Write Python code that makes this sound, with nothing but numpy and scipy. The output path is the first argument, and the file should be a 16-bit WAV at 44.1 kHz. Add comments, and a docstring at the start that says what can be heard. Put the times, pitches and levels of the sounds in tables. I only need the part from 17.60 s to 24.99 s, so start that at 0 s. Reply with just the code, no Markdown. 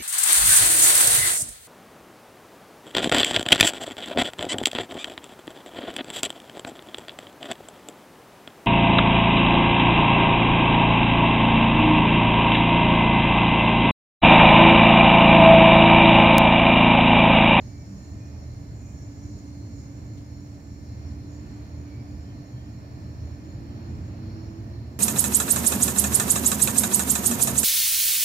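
"""A low traffic rumble runs throughout, with a soft tyre roar, heard high up in a tower far above an elevated highway.
Close to the microphones air hisses thinly through a window gap: noise in narrow, fluttering resonances.
Engines are wavering tones with an octave above; late on, heavy vehicles pull away with rising pitch.
Faint whines and brake squeals are narrow wavering tones; a soft low bump, a faint brush and
the brighter hiss of single passing vehicles are shaped bands of noise."""
import sys
import numpy as np
from scipy import signal
from scipy.fft import rfft, irfft, next_fast_len
from scipy.io import wavfile

SR = 44100
rng = np.random.default_rng(int(sys.argv[2]) if len(sys.argv) > 2 else 0)


def store_wav(level_fs):
    """Save 16-bit WAV to argv[1]."""
    pcm = np.round(np.clip(np.atleast_2d(level_fs), -1, 1) * 32767)
    wavfile.write(sys.argv[1], SR, pcm.T.astype(np.int16))


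N = 325899
TIME = np.arange(N) / SR  # seconds
FFT_SIZE = next_fast_len(N, True)
FREQ = np.maximum(np.arange(FFT_SIZE // 2 + 1) * SR / FFT_SIZE, 1)  # Hz, kept above 0 for the logarithm


def from_db(db):
    """Decibels to gain."""
    return 10 ** (np.asarray(db) / 20)


def rms_one(x):
    """Scale to unit power."""
    return x / np.sqrt(np.mean(np.abs(x) ** 2))


def in_time(rows):
    """Each column of a curve at every sample; the end rows hold outside the curve."""
    seconds, *columns = np.transpose(rows)
    return [np.interp(TIME, seconds, column) for column in columns]


def at_hz(points, hz):
    """Read a spectrum on a log-frequency axis."""
    known_hz, values = np.transpose(points)
    return np.interp(np.log(hz), np.log(known_hz), values)


def swell(middle, length):
    """A smooth rise to 1 and fall back to 0; both times in seconds."""
    return np.cos(np.pi * np.clip((TIME - middle) / length, -.5, .5))


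def drift(rate):
    """Smooth chance of spread 1 that changes about rate times a second."""
    step = 40  # samples between slow values
    pole = np.exp(-2 * np.pi * rate * step / SR)
    chance = rng.standard_normal(N // step + 2002)
    slow = signal.lfilter([1], [1, -2 * pole, pole * pole], chance)[2000:]  # skip the filter's start
    return np.interp(np.arange(N) / step, np.arange(len(slow)), rms_one(slow))


# Balance between the two microphones. Each row: frequency in Hz, left minus right in dB.
EAR_BALANCE = [(60, -5), (105, 0), (225, -1), (300, -5), (400, -5), (700, -3.5), (1300, -2), (2600, -1.5),
               (3500, 1.5), (5600, -3), (7000, -1), (8000, 1), (13000, 0.5)]


def panned(hz):
    """Left and right gains for sound of this pitch."""
    return from_db(np.array([[.5], [-.5]]) * at_hz(EAR_BALANCE, hz))


# Open air at the two microphones. Each row: frequency in Hz, left-right correlation from -1 to 1.
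EAR_LIKENESS = [(30, 0.99), (80, 0.94), (300, 1), (420, 0.74), (580, 0.62), (750, -0.013), (1300, -0.26),
                (2150, -0.11), (2800, 0.011)]


def stereo_noise(gain):
    """Noise of a given colour, alike at both microphones in the bass and unrelated in the high treble; rms 1."""
    mid, side = rfft(rng.standard_normal((2, FFT_SIZE)))
    alike = np.clip(at_hz(EAR_LIKENESS, FREQ), -.999, .999)
    pair = np.sqrt(1 + alike) * mid + np.sqrt(1 - alike) * side * [[1], [-1]]
    return rms_one(irfft(pair * gain * panned(FREQ))[:, :N])


def coloured(spectrum):
    """Stereo noise with a tabled spectrum."""
    return stereo_noise(from_db(at_hz(spectrum, FREQ)))


def band_gain(low_hz, high_hz):
    """Gain of a band-pass with third-order slopes."""
    return 1 / np.sqrt((1 + (low_hz / FREQ) ** 6) * (1 + (FREQ / high_hz) ** 6))


def from_road(sound):
    """Sound straight from the road reaches the left microphone first."""
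    lead_s = .00043
    delay = np.exp(-2j * np.pi * FREQ * lead_s * np.array([[0], [1]]))
    return irfft(rfft(sound, FFT_SIZE) * delay * panned(FREQ))[:, :N]


def fading(width_hz):
    """Sound that arrives by many shifting paths wanders in strength and phase."""
    return rms_one(drift(width_hz) + 1j * drift(width_hz))


def wavering(scatter, width_hz):
    """A direct wave plus shifting echoes from the towers; the deepest fades are filled in."""
    wave = 1 + scatter * fading(width_hz)
    return rms_one(wave / np.sqrt(np.abs(wave) + 1e-3))


# How busy the highway below is. Each row: time in seconds, tyre roar in dB before a fixed lift and a drift.
ROAD_BUSYNESS = [(0, -58), (2.3, -58.5), (2.85, -60), (3.7, -57.5), (5.6, -57), (5.9, -56), (6.6, -54.5),
                 (7.39, -57.3)]


def busyness_db():
    """The slow swing of the traffic, shared by the tyres and the engine rumble."""
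    roar_db, = in_time(ROAD_BUSYNESS)
    return roar_db


# Many far engines merged. Each row: frequency in Hz, relative level in dB per Hz.
RUMBLE_SPECTRUM = [(12, -48), (27, -20), (35, -29), (49, -15.5), (61, 1), (70, -4), (92, -2.5), (105, 3),
                   (122, 2), (135, -4), (178, -11), (194, -7), (250, -12), (320, -15.5), (370, -22),
                   (1500, -64.5)]


def engine_rumble(roar_db):
    """Far engines merge into low noise that follows the roar by a share of its swing."""
    mean_db, follows = -39, 0.31
    level_db = mean_db + follows * (roar_db - roar_db.mean()) + 1.2 * drift(6.0)
    return from_db(level_db) * coloured(RUMBLE_SPECTRUM)


# Far tyres on the road. Each row: frequency in Hz, relative level in dB per Hz.
TYRE_SPECTRUM = [(100, -29), (380, 0.5), (490, -3.5), (620, -0.2), (780, -5), (1000, -8.3), (1400, -13),
                 (1850, -14.5), (2350, -18), (2700, -20), (3200, -24), (4500, -23.5), (7000, -30),
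                 (8200, -58)]


def tyre_roar(roar_db, direct_db=-10.5, direct_above_hz=860):
    """Tyre noise comes from all over the city; some of its upper part arrives straight from the highway."""
    gain = from_db(at_hz(TYRE_SPECTRUM, FREQ))
    scattered = stereo_noise(gain)
    upper = gain / np.sqrt(1 + (direct_above_hz / FREQ) ** 8)
    direct = rms_one(from_road(irfft(rfft(rng.standard_normal(FFT_SIZE)) * upper)))
    roar = rms_one(scattered + from_db(direct_db) * direct)
    return from_db(roar_db + 3.5 + 0.5 * drift(4.3)) * roar


def window_gap(modes, level_db, flutter_db, flutter_rate):
    """Turbulent air sounds each resonance of the gap with a strength that flutters."""
    air = 0
    for hz, width_hz, mode_db in modes:
        resonance = 1 / (1 + ((FREQ - hz) / (.75 * width_hz)) ** 2)
        strength = np.sqrt(width_hz) * from_db(mode_db + flutter_db * drift(flutter_rate))
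        air = air + strength * stereo_noise(resonance)
    return from_db(level_db) * rms_one(air)


def nearby_walls(sound, t60, wet):
    """Dense short reflections, different at each microphone, split a hiss into fine lines."""
    age = TIME[:SR // 4]
    echoes = rng.standard_normal((2, len(age))) * from_db(-60 * age / t60)
    echoes /= np.sqrt(np.sum(echoes ** 2, axis=1, keepdims=True))
    both = sound.sum(axis=0, keepdims=True)
    reflected = signal.fftconvolve(both, echoes, axes=1)[:, :N]
    return np.sqrt(1 - wet) * sound + np.sqrt(wet / 2) * reflected


# Resonances of the gap, close by. Each row: frequency in Hz, nominal width in Hz, relative level in dB.
LOWER_GAP_MODES = [(4278, 240, 0), (4490, 160, -2), (5090, 190, -2.5), (5473, 250, -1.5)]
UPPER_GAP_MODES = [(5530, 124, -3), (6000, 75, -2.5), (6230, 500, -9.5), (6690, 106, 0), (6810, 140, 0.5),
                   (7360, 230, -4), (8630, 145, -13), (9450, 160, -18.5), (10930, 150, -20)]
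# Gusts through the gap. Each row: middle in seconds, length in seconds,
# lift of the lower resonances in dB, lift of the upper resonances in dB.
GAP_GUSTS = [(.04, 0.21, 0.5, 2.5), (1.331, 0.44, -3, 3.5), (1.767, 0.36, 3.5, 2.5), (2.196, .18, 2, 4.5),
             (3.49, 0.13, 1.5, 2), (3.72, .12, -1.5, 4.5), (6.772, 0.36, 4.5, 0)]


def draught():
    """Air through the window gap slackens, its upper resonances fastest; gusts briefly shift both levels."""
    low_db = -63.5 - 0.16 * TIME  # start in dB, fade in dB per second
    high_db = -61 - 1.24 * TIME
    for middle, length, low_lift_db, high_lift_db in GAP_GUSTS:
        gust = swell(middle, length)
        low_db = low_db + low_lift_db * gust
        high_db = high_db + high_lift_db * gust
    lower = window_gap(LOWER_GAP_MODES, low_db, flutter_db=1.67, flutter_rate=4.1)
    upper = window_gap(UPPER_GAP_MODES, high_db, flutter_db=2.3, flutter_rate=4.1)
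    return nearby_walls(lower + upper, t60=.2, wet=0.44)


def engine(hz, level_db, scatter, width_hz, overtone_db, lead=0.12):
    """A firing tone and its octave; lead is the phase between the ears in radians."""
    phase = 2 * np.pi * (np.cumsum(hz * np.ones(N)) / SR + rng.random())
    firing = wavering(scatter, width_hz) * np.exp(1j * phase)
    octave = from_db(overtone_db) * fading(width_hz) * np.exp(2j * phase)
    ears = np.exp(.5j * lead * np.array([[1], [-1]])) * panned(np.median(hz))
    return np.sqrt(2) * from_db(level_db) * np.real((firing + octave) * ears)


# The idling engine carried up by the air. Each row: middle in seconds, length in seconds, lift in dB.
IDLE_LIFTS = [(.8, .7, 5), (3.42, .55, 7), (4.173, .4, 9.5), (5.66, 0.42, 9), (6.35, 0.51, 4)]


def idling_diesel():
    """An idling diesel holds its pitch and swells as the air carries it up."""
    level_db = -46.5 + sum(lift_db * swell(middle, length) for middle, length, lift_db in IDLE_LIFTS)
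    return engine(78.94, level_db, scatter=0.98, width_hz=4.6, overtone_db=-14.0, lead=0.076)


# A far engine heard throughout. Each row: time in seconds, pitch in Hz, level in dB.
DRONE_CURVE = [(0, 289, -50), (1.35, 284, -51.5), (1.75, 288, -45.5), (3.2, 288, -50.5), (3.9, 290, -46),
               (5.3, 291, -50.5), (6.0, 284, -48.5), (7.39, 286, -55)]


def steady_drone():
    """A far engine wavers strongly around a nearly even pitch."""
    return engine(*in_time(DRONE_CURVE), scatter=2.0, width_hz=9.0, overtone_db=-24, lead=-.2)


def narrow_tone(middle, length, hz, width_hz, level_db):
    """A wavering tone that swells to its level and fades."""
    tone = np.real(wavering(2.9, width_hz / 2) * np.exp(2j * np.pi * hz * TIME))
    return np.sqrt(2) * from_db(level_db) * swell(middle, length) * tone


# Lasting whines from the road far below. Each row: middle in seconds, length in seconds,
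# pitch in Hz, nominal width in Hz, peak level in dB.
ROAD_WHINES = [(1.5, 1.8, 1700, 18, -73), (.5, 1.5, 1815, 60, -71), (4.9, 6.3, 1855, 44, -75.5),
               (5.0, 9.2, 1772, 37, -72), (1.6, 16, 2105, 35, -74.5), (2.7, 19, 2295, 48, -77.5),
               (5.2, 6.6, 2440, 51, -75.5)]


def whines():
    """Lasting whines from the road, each a tone blurred by its wavering."""
    return from_road(sum(narrow_tone(*row) for row in ROAD_WHINES))


# Brakes on the road far below. Each row: middle in seconds, length in seconds, pitch in Hz, peak level in dB.
BRAKE_SQUEALS = [(0.153, 0.22, 2290, -65.5), (0.682, 0.27, 2447, -68.5), (1.27, 0.28, 2460, -70),
                 (4.37, .32, 2276, -68), (4.68, .18, 3130, -68), (5.02, 0.22, 3150, -67),
                 (5.853, .2, 3150, -75), (6.13, .2, 3160, -67), (7.13, .25, 1845, -67)]


def brake_squeals():
    """Short brake squeals from the road, narrow tones of one shared width."""
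    squeals = 0
    for middle, length, hz, level_db in BRAKE_SQUEALS:
        squeals = squeals + narrow_tone(middle, length, hz, width_hz=21, level_db=level_db)
    return from_road(squeals)


def brief_rev():
    """One engine revs briefly: a held tone that swells and falls."""
    tone = engine(195, -40, scatter=0.6, width_hz=2.9, overtone_db=-30)
    return swell(middle=.34, length=0.16) * tone


def puff(start, rise, t60, low_hz, high_hz, level_db):
    """A short burst of noise in one band that rises and dies away; times in seconds."""
    age = np.maximum(TIME - start, 0)
    envelope = np.minimum(age / rise, 1) * from_db(level_db - 60 * age / t60)
    return envelope * stereo_noise(band_gain(low_hz, high_hz))


def low_bump():
    """A soft bump: deep noise that dies away within about a second."""
    return puff(start=0.77, rise=.03, t60=0.99, low_hz=34, high_hz=62, level_db=-40)


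def faint_brush():
    """A faint brush: a quick puff of treble noise."""
    return puff(start=2.571, rise=.003, t60=.3, low_hz=1500, high_hz=5500, level_db=-59)


# Single vehicles on the highway. Each row: middle in seconds, length in seconds, peak level in dB.
VEHICLE_PASSES = [(3.48, .35, -65), (3.93, .5, -62), (4.3, .35, -66), (6.55, 0.8, -67.5)]


def passes():
    """The brighter tyre hiss of single vehicles comes and goes."""
    strength = sum(from_db(level_db) * swell(middle, length) for middle, length, level_db in VEHICLE_PASSES)
    return strength * stereo_noise(band_gain(low_hz=800, high_hz=2250))


# A bus far below. Each row: time in seconds, pitch in Hz, level in dB.
BUS_CURVE = [(5.3, 77, -65), (5.7, 79.67, -46), (6.33, 87.05, -37), (6.6, 95, -39.5), (7.1, 107.4, -38.5),
             (7.39, 110.9, -43)]


def bus():
    """A bus pulls away: its low firing tone climbs."""
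    return engine(*in_time(BUS_CURVE), scatter=1.1, width_hz=3.4, overtone_db=-16, lead=0.22)


# A lorry far below. Each row: time in seconds, pitch in Hz, level in dB.
LORRY_CURVE = [(5.55, 302, -64), (5.85, 315.3, -50), (6.2, 340, -50), (6.45, 314.5, -53.5),
               (6.75, 322.6, -46), (7.05, 329, -48), (7.39, 348, -56)]


def lorry():
    """A lorry pulls away: its pitch climbs, drops back and climbs again."""
    return engine(*in_time(LORRY_CURVE), scatter=1.6, width_hz=9.0, overtone_db=-22, lead=.4)


# A lorry farther off. Each row: time in seconds, pitch in Hz, level in dB.
FAR_LORRY_CURVE = [(5.7, 224, -64.5), (6.1, 226, -52), (7.39, 237, -49)]


def far_lorry():
    """A farther lorry's firing tone rises slowly."""
    return engine(*in_time(FAR_LORRY_CURVE), scatter=1.0, width_hz=4.0, overtone_db=-23.0)


def scene():
    """Far traffic, the near draught, a soft low bump and a faint brush."""
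    roar_db = busyness_db()
    traffic = engine_rumble(roar_db) + tyre_roar(roar_db) + passes()
    engines = idling_diesel() + steady_drone() + brief_rev() + bus() + lorry() + far_lorry()
    squeaks = whines() + brake_squeals()
    return traffic + draught() + engines + squeaks + low_bump() + faint_brush()


# The microphones' own hiss. Each row: frequency in Hz, relative level in dB per Hz.
HISS_SPECTRUM = [(1000, 0), (7000, -1), (8200, -5), (10000, -2), (11300, 0), (14000, 0), (16000, -2)]


def record(dry):
    """The microphones add their own faint hiss; the top is cut steeply above 15650 Hz."""
    heard = dry + from_db(-70.5) * coloured(HISS_SPECTRUM)
    top_cut = signal.ellip(12, .1, 80, 15650, fs=SR, output="sos")
    return signal.sosfilt(top_cut, heard)


dry = scene()
out = record(dry)
store_wav(out)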